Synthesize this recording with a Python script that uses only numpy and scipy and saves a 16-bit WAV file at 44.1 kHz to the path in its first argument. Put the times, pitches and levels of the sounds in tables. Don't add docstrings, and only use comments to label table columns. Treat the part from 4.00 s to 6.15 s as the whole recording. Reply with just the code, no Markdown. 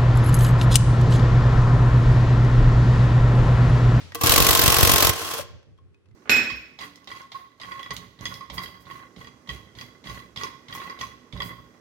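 import sys
import numpy as np
from scipy import signal
from scipy.fft import rfft, irfft, next_fast_len
from scipy.io import wavfile

SR = 44100
rng = np.random.default_rng(int(sys.argv[2]) if len(sys.argv) > 2 else 0)


def generate_wav(sig):
    pcm = np.round(np.clip(np.atleast_2d(sig).T, -1, 1) * 32767).astype(np.int16)
    wavfile.write(sys.argv[1], SR, pcm)


N = 94815
T = np.arange(N) / SR
SIZE = next_fast_len(2 * N)
FREQ = np.maximum(np.arange(SIZE // 2 + 1) * SR / SIZE, 1)

# t/s, level/dB, chatter hold/s,
# wheel ring re level/dB, thump re level/dB
KNOCKS = [(0.1472, -15, .002, 8.5, -14.5), (0.1526, -19.5, .002, 13, -17), (0.2108, -11.5, .007, 14, -10.5),
          (0.221, -25.5, .004, 4.5, -3.5), (0.2353, -1.5, .005, 4, 2), (0.2602, -2.5, .004, 0, -4.5),
          (0.2694, -2, .006, -1, -10.5), (0.307, -6, .005, 7, -7), (0.327, -8.5, .003, 0.5, -13),
          (1.133, -22, .001, -1.5, -4), (1.266, -23.5, .005, 0, -1), (1.336, -15, .006, 9.5, -4),
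          (1.389, -30.5, .003, 22, 1)]
# t/s, level/dB, recoil thump level/dB
BLOWS = [(0.2936, -4, -23.5), (0.3188, -3.5, -31), (0.3364, -6, -29), (0.3596, -3.5, -26.5),
         (0.3778, -3.5, -24), (0.401, -4.5, -18), (0.4215, -5.5, -25.5), (0.4453, -7.5, -31.5),
         (0.4656, -4, -24.5), (0.4875, -1.5, -24.5), (0.5073, -4, -23), (0.5289, -6.5, -29),
         (0.5495, -4, -33.5), (0.5724, -6.5, -29.5), (0.5917, -3.5, -24.5), (0.6144, -5, -29),
         (0.636, -5, -25), (0.6588, -3.5, -28.5), (0.6777, -3.5, -22.5), (0.7001, -5, -27),
         (0.7204, -5, -29.5), (0.742, -5.5, -38), (0.7652, -8, -25.5), (0.7842, -6, -24), (0.8068, -6, -30),
         (0.828, -3.5, -17), (0.849, -4.5, -26.5), (0.8714, -4.5, -27.5), (0.8931, -4, -24),
         (0.9151, -3.5, -30.5), (0.9355, -4, -21), (0.9582, -5, -31), (0.9803, -6, -37),
         (1.0031, -7.5, -34.5), (1.0236, -3, -26), (1.0466, -3, -26.5), (1.068, -5, -27.5),
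         (1.0925, -5, -27.5)]
# f/Hz, level/dB
STEEL_COLOUR = [(60, -14.5), (200, -4), (350, 4), (600, 6), (900, 2.5), (1500, 1), (2200, 2.5), (3200, 4.5),
                (4500, 3.5), (6500, 0), (9000, -1.5), (11000, -0.5), (13000, 5.5), (14500, 1.5),
                (16000, -3)]
# f/Hz, level/dB, t60/s
WHEEL_MODES = [(315.7, 5.5, .13), (356.3, 4, 0.64), (466.6, 9, .1), (681.5, 4, 0.08), (762, 2, 1.1),
               (1045.6, 9.5, .15), (1072.6, 13, 0.37), (1130, 7.5, .15), (1548, 1.5, 0.23), (1966, 4, 0.13),
               (2606, -0.5, .06), (3260, 1, 0.077), (4130, -1.5, 0.18), (5640, -2, 0.025),
               (12500, -4.5, .015), (13420, -4.5, 0.021)]
# f/Hz, level/dB
THUMP_COLOUR = [(20, -5.5), (45, 13.5), (65, 16.5), (90, 18.5), (130, 13.5), (200, 4), (320, 4),
                (550, -5.5), (900, -14), (3000, -52)]
# t/s, level/dB
MOTOR_LEVEL = [(.145, -48), (.16, -20), (.205, -16), (.25, 6.5), (.7, 7), (1.09, 6.5), (1.13, -3.5),
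               (1.22, -2.5), (1.31, -3.5), (1.39, -3.5), (1.415, -6.5), (1.435, -26), (1.5, -70)]
# t/s, share of free speed/1
MOTOR_SPEED = [(.145, 0.39), (.22, 0.83), (1.09, .87), (1.15, 1.04), (1.25, 0.96), (1.33, 0.92),
               (1.39, 0.75), (1.44, 0.37)]
# f/Hz, level/dB
WHINE_PARTIALS = [(161, -47), (325, -56.5), (673, -53.5), (1007, -55), (1555, -60), (1943, -59),
                  (4549, -52.5), (4920, -60), (6062, -60.5), (7424, -58)]
# f/Hz, level/dB
GEAR_COLOUR = [(50, -10), (170, -8.5), (350, 6), (650, 5.5), (1000, 9), (1600, 6), (2250, 1), (2700, 6.5),
               (3700, 3.5), (5000, 3), (8000, -0.5), (12000, -1.5), (16000, -6.5)]
# t/s, f/Hz, level/dB
SING_TRACK = [(1.2, 3270, -75), (1.25, 3300, -34), (1.29, 3300, -63), (1.325, 3350, -32.5),
              (1.34, 3280, -53), (1.37, 3250, -100)]
# f/Hz, level/dB
RATTLE_COLOUR = [(100, 6), (3000, -3), (6000, 2), (15000, -20)]
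# t/s, tap level/dB, ring f/Hz, ring level/dB
TICK_EVENTS = [(.12, -32.5, 1904, -42), (1.628, -51.5, 1100, -75), (1.777, -58, 3290, -64),
               (1.786, -59.5, 1080, -53.5), (1.944, -54.5, 2527, -60), (2.057, -56, 2606, -70),
               (2.086, -60, 6930, -81.5), (2.111, -58, 2054, -68)]
# f/Hz, level/dB
TICK_COLOUR = [(100, 1.5), (1000, 6.5), (5000, -2.5), (7500, -13.5), (11000, -18.5), (16000, -25.5)]
# f/Hz, t60/s, level/dB
ROOM_DECAY = [(100, 0.94, -16.5), (220, 0.47, -22), (384, 0.78, -10), (750, .8, -16.5), (1100, 0.54, -13.5),
              (2180, 0.68, -11), (3330, 0.58, -12), (5000, 0.61, -13), (9000, 0.26, -18.5),
              (15000, .33, -21.5)]
# f/Hz, level/dB
WASH_COLOUR = [(100, 6), (400, 13), (1000, 7.5), (2500, 9), (5000, 5.5), (9000, -7), (15000, -20.5)]
# f/Hz, level/dB
AIR_COLOUR = [(60, -7.5), (200, -4.5), (400, 4), (700, -19), (1100, -13), (2500, -19), (5000, -27.5),
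              (7000, -33), (10000, -33.5), (15000, -59)]
# f/Hz, level/dB
RUMBLE_COLOUR = [(20, -30.5), (45, -12), (70, -7.5), (88, 4.5), (110, -3.5), (160, -11.5), (260, -21.5),
                 (600, -35.5), (2000, -74.5)]
# t/s, level/dB
RUMBLE_LEVEL = [(0, -49), (.05, -41), (.12, -49), (.19, -43.5), (1.15, -49), (1.36, -53.5), (1.41, -39),
                (1.48, -53), (1.55, -41), (1.63, -60), (1.70, -46), (1.78, -58), (1.87, -50.5), (1.95, -59),
                (2.02, -66), (2.09, -54.5), (2.15, -50.5)]
# f/Hz, side re mid level/dB
SIDE_TO_MID = [(40, 7.5), (85, 5), (175, 2), (350, -1.5), (700, -4.5), (1200, -5), (1800, -1.5), (2800, 2),
               (5000, -.3), (12000, 0)]

ATTACK_S, RELEASE_S, BITE_S, CHATTER_S = .0009, .0045, .0006, .0048
CRACK_DB, CRACK_S, GRAIN_DB = 1.5, 0.00081, 2.5
BLOW_DB, RECOIL_DB = 5, 25
STEEL_DB, WHEEL_DB, THUMP_DB, THUMP_S = -15, -12.5, -7.5, 0.0089
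THUMP_SHAKE_DB, KICK_DB, KICK_S = -2, -5, 0.00061
CAM_DB, CAM_S = -13, .003
CLANG_DB, CLANG_S, CLANG_LOW_HZ, CLANG_HIGH_HZ = -25, .007, 1300, 15500
WHINE_DB, WHINE_WAVER = 1, .006
GEAR_DB, GEAR_GRAIN_DB, GEAR_RING_DB, GEAR_UNEVEN_DB = -30, 1, -28.5, 1.5
TURN_HZ, TURN_DB = 34.23, 2
RATTLE_FROM_S, RATTLE_TO_S, RATTLE_DB, RATTLE_SCATTER_DB = 1.14, 1.38, -45, 2.5
BRAKE_S, BRAKE_HZ, BRAKE_DB, BRAKE_RISE_S = 1.394, 570, -23, 0.0029
TICK_S, TICK_RING_S = 0.0042, 0.014
ROOM_RISE_S = 0.0063
WASH_DB, WASH_FALL_DB_S, AIR_DB = -48, 75.5, -67
TOP_HZ = 15900


def undb(db):
    return 10 ** (np.asarray(db) / 20)


def curve(rows, at=T, axis=1):
    rows = np.array(rows)
    return np.interp(at, rows[:, 0], rows[:, axis])


def per_hz(rows, axis=1):
    rows = np.array(rows)
    return np.interp(np.log(FREQ), np.log(rows[:, 0]), rows[:, axis])


def through(x, response):
    return irfft(rfft(x, SIZE) * response, SIZE)[..., :N]


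def colour(x, rows):
    cepstrum = irfft(np.log(undb(per_hz(rows))), SIZE)
    cepstrum[1:SIZE // 2] *= 2
    cepstrum[SIZE // 2 + 1:] = 0
    return through(x, np.exp(rfft(cepstrum)))


def unit(x):
    return x / np.sqrt(np.mean(x ** 2))


def noise():
    return rng.standard_normal((2, N))


def walk(rate_hz):
    return np.interp(T * rate_hz, np.arange(N), rng.standard_normal(N)) * np.sqrt(3 / 2)


def grit(grain_db):
    return unit(noise() * undb(grain_db * walk(3000)))


def burst(start, hold, release):
    out, first = np.zeros(N), int(start * SR)
    age = T[:min(SR // 8, N - first)]
    attack = np.minimum(age / ATTACK_S, 1)
    out[first:first + len(age)] = attack * np.exp(-np.maximum(age - hold, 0) / release)
    return out


def tone(cycles):
    return np.sin(2 * np.pi * (cycles + rng.random((2, 1))))


def hammer():
    hits = [(at, db, chatter, db + ring, db + thump) for at, db, chatter, ring, thump in KNOCKS]
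    hits += [(at + BITE_S, db + BLOW_DB, CHATTER_S, db + BLOW_DB, thump + RECOIL_DB)
             for at, db, thump in BLOWS]
    contact, shake, recoil, kick, clangs = 0, 0, 0, 0, 0
    for at, db, chatter, ring_db, thump_db in hits:
        push = burst(at, chatter, RELEASE_S) + undb(CRACK_DB) * burst(at, 0, CRACK_S)
        contact = contact + undb(db) * push
        shake = shake + undb(ring_db) * push
        recoil = recoil + undb(thump_db) * burst(at, 0, THUMP_S)
        kick = kick + undb(thump_db) * burst(at, 0, KICK_S)
        clangs = clangs + undb(db + CLANG_DB) * clang(at)
    cam = sum(undb(db + BLOW_DB + CAM_DB) * np.exp(-np.minimum(abs(T - at) / CAM_S, 20))
              for at, db, _ in BLOWS)
    steel = undb(STEEL_DB) * colour(np.hypot(contact, cam) * grit(GRAIN_DB), STEEL_COLOUR) + clangs
    ringing = undb(WHEEL_DB) * wheel(shake * noise())
    push_back = undb(THUMP_SHAKE_DB) * recoil * noise() + undb(KICK_DB) * kick
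    return steel + ringing + undb(THUMP_DB) * colour(push_back, THUMP_COLOUR)


def wheel(x):
    response = 0
    for hz, db, t60 in WHEEL_MODES:
        q = np.pi * hz * t60 / np.log(1000)
        response = response + undb(db) / (1 + 1j * q * (FREQ / hz - hz / FREQ))
    return through(x, response)


def clang(start, count=10):
    chance, out, first = rng.random((count, 3, 1)), np.zeros((2, N)), int(start * SR)
    age = T[:SR // 20]
    hz = CLANG_LOW_HZ + (CLANG_HIGH_HZ - CLANG_LOW_HZ) * chance[:, :1] ** 0.98
    rings = np.sin(2 * np.pi * (hz * age + chance[:, 1:])).sum(axis=0)
    out[:, first:first + len(age)] = rings * np.exp(-age / CLANG_S)
    return out


def motor():
    speed = curve(MOTOR_SPEED)
    wobble = undb(TURN_DB * np.sin(2 * np.pi * TURN_HZ * np.cumsum(speed) / SR))
    teeth = grit(GEAR_GRAIN_DB) * wobble * undb(GEAR_UNEVEN_DB * walk(220))
    run = np.cumsum(speed * (1 + WHINE_WAVER * walk(90))) / SR
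    whine = sum(undb(db + WHINE_DB + 3 * walk(40)) * tone(hz * run) for hz, db in WHINE_PARTIALS)
    whirr = undb(GEAR_DB) * colour(teeth, GEAR_COLOUR)
    ringing = undb(GEAR_RING_DB) * wheel(teeth)
    return undb(curve(MOTOR_LEVEL)) * (whirr + ringing + whine)


def sing():
    hz = curve(SING_TRACK) * (1 + WHINE_WAVER * walk(300))
    return undb(curve(SING_TRACK, axis=2)) * tone(np.cumsum(hz) / SR)


def rattle(count=12):
    clinks = 0
    for at in rng.uniform(RATTLE_FROM_S, RATTLE_TO_S, count):
        level_db = RATTLE_DB + RATTLE_SCATTER_DB * rng.standard_normal()
        clinks = clinks + undb(level_db) * clang(at, count=4)
    return colour(clinks, RATTLE_COLOUR)


def brake():
    age = np.maximum(T - BRAKE_S, 0) / BRAKE_RISE_S
    return undb(BRAKE_DB) * age * np.exp(1 - age) * np.sin(2 * np.pi * BRAKE_HZ * (T - BRAKE_S))


def ticks():
    taps, rings = 0, 0
    for at, tap_db, hz, ring_db in TICK_EVENTS:
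        taps = taps + undb(tap_db) * burst(at, 0, TICK_S)
        rings = rings + undb(ring_db) * burst(at, 0, TICK_RING_S) * tone(hz * T)
    return colour(taps * noise(), TICK_COLOUR) + rings


def room(x):
    tail, hiss = 0, rfft(noise(), SIZE)
    centres = np.log([row[0] for row in ROOM_DECAY])
    for share, (_, t60, db) in zip(np.eye(len(ROOM_DECAY)), ROOM_DECAY):
        fade = np.exp(-np.log(1000) * T / t60) * (1 - np.exp(-T / ROOM_RISE_S))
        band = irfft(hiss * np.interp(np.log(FREQ), centres, share), SIZE)[:, :N]
        tail = tail + undb(db) * band * fade / np.sqrt(np.sum(fade ** 2))
    return through(x, rfft(tail, SIZE))


def background():
    wash = undb(WASH_DB - WASH_FALL_DB_S * T) * colour(noise(), WASH_COLOUR)
    air = undb(AIR_DB) * unit(colour(noise(), AIR_COLOUR))
    rumble = undb(curve(RUMBLE_LEVEL)) * unit(colour(noise(), RUMBLE_COLOUR))
    return wash + air + rumble


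def widen(x):
    ratio = undb(per_hz(SIDE_TO_MID))
    gains = np.array([np.ones_like(ratio), ratio]) / np.hypot(1, ratio)
    mid, side = through(x, gains)
    return np.array([mid + side, mid - side])


def scene():
    tool = hammer() + motor() + sing() + rattle() + brake() + ticks()
    return widen(tool + room(tool) + background())


def record(dry):
    lowpass = signal.ellip(10, .2, 70, TOP_HZ, fs=SR, output="sos")
    return signal.sosfilt(lowpass, np.clip(dry, -1, 1))


dry = scene()
out = record(dry)
generate_wav(out)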